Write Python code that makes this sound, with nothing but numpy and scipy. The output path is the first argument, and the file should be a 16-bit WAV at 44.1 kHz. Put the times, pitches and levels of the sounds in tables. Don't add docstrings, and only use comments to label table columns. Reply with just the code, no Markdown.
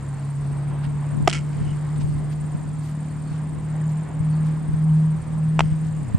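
import sys
import numpy as np
from scipy import signal
from scipy.fft import rfft, irfft, next_fast_len
from scipy.io import wavfile
from scipy.ndimage import uniform_filter1d, map_coordinates

SR = 44100
rng = np.random.default_rng(int(sys.argv[2]) if len(sys.argv) > 2 else 0)


def level_to_linear(level):
    exponent = np.asarray(level, float) / 20
    return 10 ** exponent


def master(y):
    cut = np.clip(np.atleast_2d(y).T, -1, 1)
    pcm = np.round(cut * 32767)
    wavfile.write(sys.argv[1], SR, pcm.astype(np.int16))


N = 272755


def along(points, hz):
    f, v = np.transpose(points)
    return np.interp(np.log(hz + 1), np.log(f + 1), v)


def curves(rows):
    s, *cols = np.transpose(rows)
    return [np.interp(np.arange(N) / SR, s, c) for c in cols]


def unit(x):
    return x / np.sqrt(np.mean(x ** 2) + 1e-20)


def wobble(rate):
    knots = rng.standard_normal(int(N / SR * 40) + 4)
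    return map_coordinates(knots, [np.arange(N) * min(rate, 39) / SR])


def filtered(x, response):
    m = next_fast_len(x.shape[-1] + 8192)
    spectrum = rfft(x, m) * response(np.fft.rfftfreq(m, 1 / SR))
    return irfft(spectrum, m)[..., :x.shape[-1]]


def body(modes, sign=-1):
    def response(f):
        total = 0
        for k, (centre, width, db) in enumerate(modes):
            loss = 1j * f * width
            total = total + sign ** k * level_to_linear(db) * loss / (centre * centre - f * f + loss)
        return total
    return response


def swells(rows):
    t = np.arange(N) / SR
    return sum(peak * np.exp(-((t - s) / np.where(t < s, rise, fall)) ** 2) for s, peak, rise, fall in rows)


def loud_swells(rows):
    return swells([(s, level_to_linear(db), rise, fall) for s, db, rise, fall in rows])


def rush(spectrum, patchy_db):
    # (frequency [Hz], correlation [-1 to 1])
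    alike = [(60, 0.97), (110, 0.54), (200, 1), (370, 0.07), (680, 0.8), (1250, 0.81), (2290, 0.77),
             (4200, 0.59), (7700, 0.28), (14100, 0.2)]
    z = signal.stft(rng.standard_normal((2, N + 512)), nperseg=512)[2]
    patches = uniform_filter1d(rng.standard_normal(z.shape[1:]), size=6, axis=0)
    patches = uniform_filter1d(patches, size=10, axis=1)
    pair = signal.istft(z * level_to_linear(patchy_db * unit(patches)), nperseg=512)[1][:, :N]

    def colour(hz):
        angle = np.arccos(np.clip(along(alike, hz), -1, 1)) / 2
        return level_to_linear(along([(10, -120), *spectrum, (16000, -120)], hz)) * [np.cos(angle), np.sin(angle)]

    mid, side = filtered(pair, colour)
    return unit(np.array([mid + side, mid - side]))


def two_paths():
    # (time [s], share of the second path [0-1])
    fades = [(1.55, 0), (2.1, 0.13), (2.62, 0.38), (3.13, 0.13), (3.57, 0.23), (4.088, 0.71), (4.638, 0.43),
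             (5.248, 0.79), (5.96, 0.1), (6.6, 0)]
    s, share = np.transpose(fades)
    slip, share = curves(np.transpose([s, np.arange(len(s)), np.clip(share, 0, 1)]))
    return np.abs(1 - share * np.exp(2j * np.pi * slip))


def engine():
    # (time [s], speed [turns/s])
    speed = [(0, 34.7), (.85, 36.15), (2, 37.2), (3.6, 38.35), (4.8, 39.05), (5.5, 39.25), (5.9, 39.25)]
    # (time [s], speed [turns/s])
    lift_off = [(5.981, 39), (6.042, 35), (6.1, 27.53), (6.18, 24.4)]
    # (time [s], level [dB])
    drone = [(0, -32), (.36, -26), (1.2, -25.5), (1.7, -27), (2.1, -23.5), (2.4, -27.5), (2.8, -30),
             (3.4, -29), (3.85, -25.5), (4.97, -20.5), (5.45, -22.5), (6.02, -25), (6.08, -34), (6.18, -33)]
    # (multiple of shaft rate, level [dB])
    shaft = [(2, -44), (3, -39), (5, -47), (6, -52), (8, -58), (9, -57), (13, -60)]
    # (time [s], peak [dB], rise [s], fall [s])
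    seventh = [(2.9, -46, .5, .5), (3.55, -46, .4, .15), (4.12, -45, .12, .4), (4.7, -46, .3, .18)]
    # (frequency [Hz], density [dB per Hz])
    rumble = [(25, -2.5), (60, -3), (120, 5.5), (200, 3), (300, -10.5), (400, -42)]
    tone_jitter = .18

    turns = 2 * np.pi * np.cumsum(curves(speed + lift_off)[0]) / SR
    level = level_to_linear(curves(drone)[0] + 3.5 + 0.63 * wobble(15)) * two_paths()
    tone = level * np.sin(4 * turns + tone_jitter * wobble(21))
    weak = np.zeros(N)
    for k, db in shaft:
        weak += level_to_linear(db + 3 * wobble(3)) * np.sin(round(k) * turns + .5 * wobble(3))
    weak += (level_to_linear(-58) + loud_swells(seventh)) * np.sin(7 * turns + .3 * wobble(3))
    return tone + weak + level_to_linear(-38.5) * rush(rumble, patchy_db=-0.7)


def field():
    # (time [s], level [dB])
    road = [(0, -46.5), (.4, -47.5), (.7, -45), (1.3, -45.5), (2.9, -48), (4.03, -46), (5.1, -47.5),
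            (6.18, -47.5)]
    # (frequency [Hz], density [dB per Hz])
    traffic_colour = [(180, -8.5), (300, -1), (406, -5), (438, -5), (473, -9), (510, -8), (1040, -8),
                      (1350, -14.5), (1790, -15.5), (4000, -32), (5200, -66), (8800, -120)]
    # (frequency [Hz], density [dB per Hz])
    hiss_colour = [(1500, -19), (3000, -10), (4600, -3.5), (5700, -9), (7200, -4.5), (8300, 0.5),
                   (9500, -7.5), (11000, -18.5), (13500, -19.5)]
    hiss_db = -59.5

    traffic = level_to_linear(curves(road)[0] + 3.5 + 0.85 * wobble(9)) * rush(traffic_colour, patchy_db=1.0)
    hiss_level = level_to_linear(hiss_db + 2.0 + 0.65 * wobble(11.0) + 0.73 * wobble(1.5))
    return traffic + hiss_level * rush(hiss_colour, patchy_db=1.0)


def wind():
    # (frequency [Hz], density [dB per Hz])
    buffet = [(12, -43.5), (20, -5), (56, -6), (92, -4), (163, -4.5), (269, -12.5), (334, -18),
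              (500, -27.5), (650, -66.5), (1100, -120)]
    # (time [s], buffet level [dB])
    gusts = [(.55, -40), (0.882, -35.5), (1.12, -43.5), (1.28, -30), (1.62, -29.5), (2.03, -27.5),
             (2.32, -38), (2.62, -37.5), (3.25, -56), (3.5, -42.5), (4.25, -43), (4.5, -41.5),
             (4.77, -39.5), (4.999, -45), (5.25, -42.5), (5.6, -27), (5.87, -35.5), (6.14, -33)]
    # (time [s], peak [dB], frequency [Hz], left over right [dB])
    bumps = [(1.228, -20, 120, -4), (1.618, -21, 130, -13), (2.046, -17, 100, 6), (2.096, -18, 121, 5),
             (2.551, -14, 140, -4), (3.32, -19, 130, 5), (4.21, -20, 110, 15), (4.694, -15.5, 110, 8),
             (4.742, -12, 100, -0.5), (5.725, -12.5, 99, 3.5),
             (6.1503, -3.5, 150, -2.5),
    ]
    calm_db, gust_rise_s, gust_fall_s = -49.5, .1, 0.15
    lump_db = 3.3
    eddy_lag_s = .0003

    lumps = level_to_linear(lump_db * np.array([wobble(13), wobble(14)]))
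    noise = filtered(rng.standard_normal((2, N)), lambda hz: level_to_linear(along(buffet, hz)))
    own, push = unit(lumps * noise)
    gust_swells = loud_swells([(s, db, gust_rise_s, gust_fall_s) for s, db in gusts])
    gust = level_to_linear(3.0) * (level_to_linear(calm_db) + gust_swells)

    t = np.arange(N) / SR + np.array([[0], [eddy_lag_s]])
    eddies = np.zeros((2, N))
    for s, db, hz, pan_db in bumps:
        peak = level_to_linear(db + np.array([[pan_db / 2], [-pan_db / 2]]))
        eddies -= peak * np.cos(2 * np.pi * hz * (t - s)) * np.exp(-(1.73 * hz * (t - s)) ** 2)
    return gust * (push * [[1.2], [-.6]] + own * [[.3], [.6]]) + eddies * [[1], [-1]]


def cricket(strokes, at, top_hz, drop_hz, share, lag):
    s, done = np.transpose(strokes)
    t = np.arange(N) / SR
    first_rate = (done[1] - done[0]) / (s[1] - s[0])
    outside = np.minimum(t - s[0], 0) + np.maximum(t - s[-1], 0)
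    count = np.interp(t, s, done) + first_rate * outside
    stroke = ((count - at) % 1 - .5 * (1 - share)) / share
    stroke = np.clip(stroke, 0, 1)
    swell = np.sin(np.pi * stroke) ** 0.49 * level_to_linear(1.5 * wobble(26))
    pitch_hz = top_hz - drop_hz * stroke ** 3 + 30 * wobble(12)
    phase = 2 * np.pi * np.cumsum(pitch_hz) / SR
    return unit(swell * np.sin(phase + [[-lag / 2], [lag / 2]]))


def crickets():
    # (time [s], wing strokes so far)
    high_trill = [(0.1, 2.17), (6.1, 113.23)]
    # (time [s], wing strokes so far)
    mid_trill = [(0.1, 1.34), (1.15, 20.2), (1.55, 27.74), (4.6, 82.13), (5.7, 101.5), (6.2, 110.1)]
    # (time [s], stroke pairs so far)
    low_trill = [(0.1, 2.27), (1.8, 44.72), (3.1, 77.75), (4, 101.12), (5.1, 128.87), (6.2, 156.2)]
    # (time [s], peak [dB], rise [s], fall [s])
    low_song = [(0, -55, .1, .35), (1.2, -55, 0.27, 0.43), (1.95, -61, .3, 0.085), (2.8, -58, 0.64, 0.99),
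                (3.9, -54.5, 0.16, 0.25), (4.4, -60.5, 0.15, .25), (4.9, -67, .15, 0.11),
                (5.2, -65.5, 0.18, 0.21), (5.95, -55.5, 0.16, 0.48)]

    high = level_to_linear([[-59], [-57.5]]) * cricket(high_trill, .5, 8790, 520, share=.33, lag=1.48)
    mid = level_to_linear([[-60], [-62]]) * cricket(mid_trill, 0.61, 8450, 550, share=0.29, lag=1.86)
    pair = cricket(low_trill, .52, 7400, 350, share=0.08, lag=-0.56)
    pair = pair + cricket(low_trill, .91, 7280, 310, share=0.17, lag=-0.57)
    return high + mid + level_to_linear(-9.0) * (level_to_linear(-69.5) + loud_swells(low_song)) * pair


def scuffs():
    # (time [s], level [dB], length [s], centre [Hz])
    scrapes = [(0.846, -42.5, .018, 2170), (1.585, -60, 0.01, 4000), (1.963, -46, 0.0035, 3040),
               (2.015, -46, 0.015, 3840), (2.325, -50.5, 0.016, 5100), (2.872, -54, 0.063, 5950),
               (3.349, -55, 0.07, 4040), (3.905, -57.5, 0.019, 7983), (4.467, -55.5, 0.031, 5070),
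               (4.971, -59, 0.014, 4970), (5.863, -56, 0.041, 3960)]
    # (distance from centre [octaves], level [dB])
    grit_colour = [(-6.5, -6.5), (-0.5, -0.5), (-0.5, 0), (1.2, -11), (1.5, -31.5)]

    out, t = np.zeros((2, N + SR)), np.arange(-4096, 4096) / SR
    for s, db, length, hz in scrapes:
        grit = rng.standard_normal(len(t)) + 1.1 * rng.standard_normal((2, len(t)))
        grit = filtered(grit, lambda f: level_to_linear(np.interp(np.log2((f + 1) / hz), *np.transpose(grit_colour))))
        start = round(s * SR) - len(t) // 2
        out[:, start:][:, :len(t)] += level_to_linear(db) * np.exp(-(t / length) ** 2) * unit(grit)
    return out[:, :N]


def catch(blows, leather, grip_s):
    # (frequency [Hz], density [dB per Hz])
    crack = [(1500, -33.5), (3500, 5.5), (4300, -15), (5300, -2.5), (6500, -11.5), (7800, -4),
             (9000, -23.5), (12500, -27), (15000, -49.5)]
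    snap_spread = .35

    force, snap, t = np.zeros(N), np.zeros((2, N)), np.arange(512) / SR
    for s, db, contact_ms, crack_db in blows:
        start = round(s * SR)
        push = np.sin(np.pi * np.clip(1000 * t / contact_ms, 0, 1)) ** 2
        force[start:][:len(t)] += level_to_linear(db) * push / push.sum()
        noise = rng.standard_normal(len(t)) + snap_spread * rng.standard_normal((2, len(t)))
        noise = unit(filtered(noise, lambda f: level_to_linear(along(crack, f))))
        decay = level_to_linear(crack_db - 60 * t / 0.011) * (1 - np.exp(-t / 0.00026))
        snap[:, start:][:, :len(t)] += decay * noise
    grip = .15 + .85 / (1 + np.exp(np.clip((np.arange(N) / SR - grip_s) / .0004, -50, 50)))

    def pocket(f):
        dipole = 1j * f / (1000 + 1j * f * 0.78)
        padding = 1 / (1 - (f / 3500) ** 2 + .6j * f / 3500)
        return body(leather, sign=1)(f) * dipole * padding

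    return filtered(force, pocket) * grip + snap


def pitch_pop():
    # (time [s], level [dB], contact [ms], crack [dB])
    blows = [
        (1.2752, 23.5, 0.4, -21),
        (1.2767, 21.5, 0.6, -12),
        (1.27775, 27.5, 0.46, -16),
    ]
    # (frequency [Hz], width [Hz], level [dB])
    mitt = [(361, 56, 13), (676, 44, 14), (1215, 110, -2.5), (2050, 180, -10), (3100, 1600, -7)]
    return catch(blows, mitt, 1.2824) * level_to_linear([[-.6], [.6]])


def echoes():
    # (time [s], level [dB], tilt [dB per octave], t60 [s])
    slaps = [(1.2976, -11, 1, 0.006), (1.3021, -13, 3, 0.0062), (1.3127, -12, -4, 0.0066),
             (1.3285, -12, 1, 0.009), (1.334, -16, 4, 0.0076),
             (1.29, -29, 0, 0.0098), (1.317, -27, 0, .006), (5.599, -24, -4, 0.014),
                   (5.607, -11, -17, .01), (5.639, -43, 7, 0.0045), (5.658, -32, -21, 0.011)]
    # (time [s], peak [dB], rise [s], fall [s])
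    scatter = [(1.281, -34, .002, 0.027), (1.333, -30, 0.0062, 0.046), (1.7, -54.5, 0.25, 0.066),
               (5.596, -35.5, 0.0038, 0.02), (5.64, -53, 0.022, 0.11)]
    # (frequency [Hz], width [Hz], level [dB])
    fence = [(1355, 120, 0.5), (2170, 186, 3.5), (3090, 320, -1.5), (5000, 1200, -9), (7740, 1500, -11.5),
             (9430, 1300, -19.5)]
    post_s, post_gap_s = 1.3455, .0064
    post_db, post_arc_db = -25, -0.2
    post_tilt_db, post_t60 = -1.5, 0.0077

    out, t = np.zeros((2, N)), np.arange(2048) / SR
    posts = []
    for k in range(7):
        posts.append((post_s + k * post_gap_s, post_db - post_arc_db * (k - 3) ** 2, post_tilt_db, post_t60))
    for s, db, tilt_db, t60 in slaps + posts:
        puff = rng.standard_normal(len(t)) + 0.51 * rng.standard_normal((2, len(t)))
        tilt = lambda f: level_to_linear(tilt_db * np.log2(np.clip(f, 700, 9000) / 2500))
        puff = unit(filtered(puff, lambda f: body(fence)(f) * tilt(f)))
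        decay = level_to_linear(db - 60 * t / t60) * (1 - np.exp(-t / .0004))
        out[:, round(s * SR):][:, :len(t)] += decay * puff
    grit = level_to_linear(4.4 * uniform_filter1d(rng.standard_normal(N), size=60) * np.sqrt(60))
    smear = grit * (rng.standard_normal(N) + 0.47 * rng.standard_normal((2, N)))
    return out + loud_swells(scatter) * unit(filtered(smear, body(fence)))


def chinks():
    # (time [s], level [dB], length [s], frequency [Hz])
    rings = [(1.687, -51.5, 0.034, 2930), (3.292, -61, 0.032, 4400), (3.819, -44.5, .004, 1830),
             (4.347, -62, 0.043, 4500), (4.895, -50.5, 0.0044, 3020)]
    t, out = np.arange(N) / SR, 0
    for s, db, length, hz in rings:
        ring = unit(filtered(rng.standard_normal(N), lambda f: np.exp(-((f - hz) / 220) ** 2)))
        out = out + level_to_linear(db) * np.exp(-((t - s) / length) ** 2) * ring
    return out


def return_throw():
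    # (time [s], level [dB], contact [ms], crack [dB])
    blows = [
        (5.5926, 22.5, 0.49, -19.5),
        (5.5934, 4, 0.42, -25),
        (5.606, 21.5, 0.43, -25),
        (5.6068, -10, 0.81, -24),
    ]
    # (frequency [Hz], width [Hz], level [dB])
    glove = [(271, 360, 4.5), (677, 126, 5), (862, 133, 5), (1430, 130, -33), (2460, 810, -13),
             (3300, 2200, -2.5)]
    return catch(blows, glove, 5.612)


def over_turf(balls):
    # frequency [Hz], width [Hz], depth [0-1]
    ground = (3630, 220, 0.61)
    hz, width, depth = ground
    return filtered(balls, lambda f: 1 - min(depth, 1) * body([(hz, width, 0)])(f))


def scene():
    # (time [s], depth [0-1], fall [s], recovery [s])
    duck = [
        (1.275, 0.6, 0.0067, 0.054),
    ]
    balls = over_turf(pitch_pop() + return_throw() + echoes() * level_to_linear([[-.4], [.4]]))
    drone = engine() * (1 - swells(duck))
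    return balls + drone + field() + wind() + crickets() + scuffs() + chinks()


def roll_off(x):
    return signal.sosfilt(signal.butter(12, 14730, fs=SR, output="sos"), x)


def record(dry):
    top_hz, port_top = 13850, 1.1
    heard = filtered(dry, lambda f: 1 / (1 + (f / top_hz) ** 40))
    clipped = heard / (1 + np.abs(heard / port_top) ** 8) ** (1 / 8)
    return roll_off(clipped)


dry = scene()
out = record(dry)
master(out)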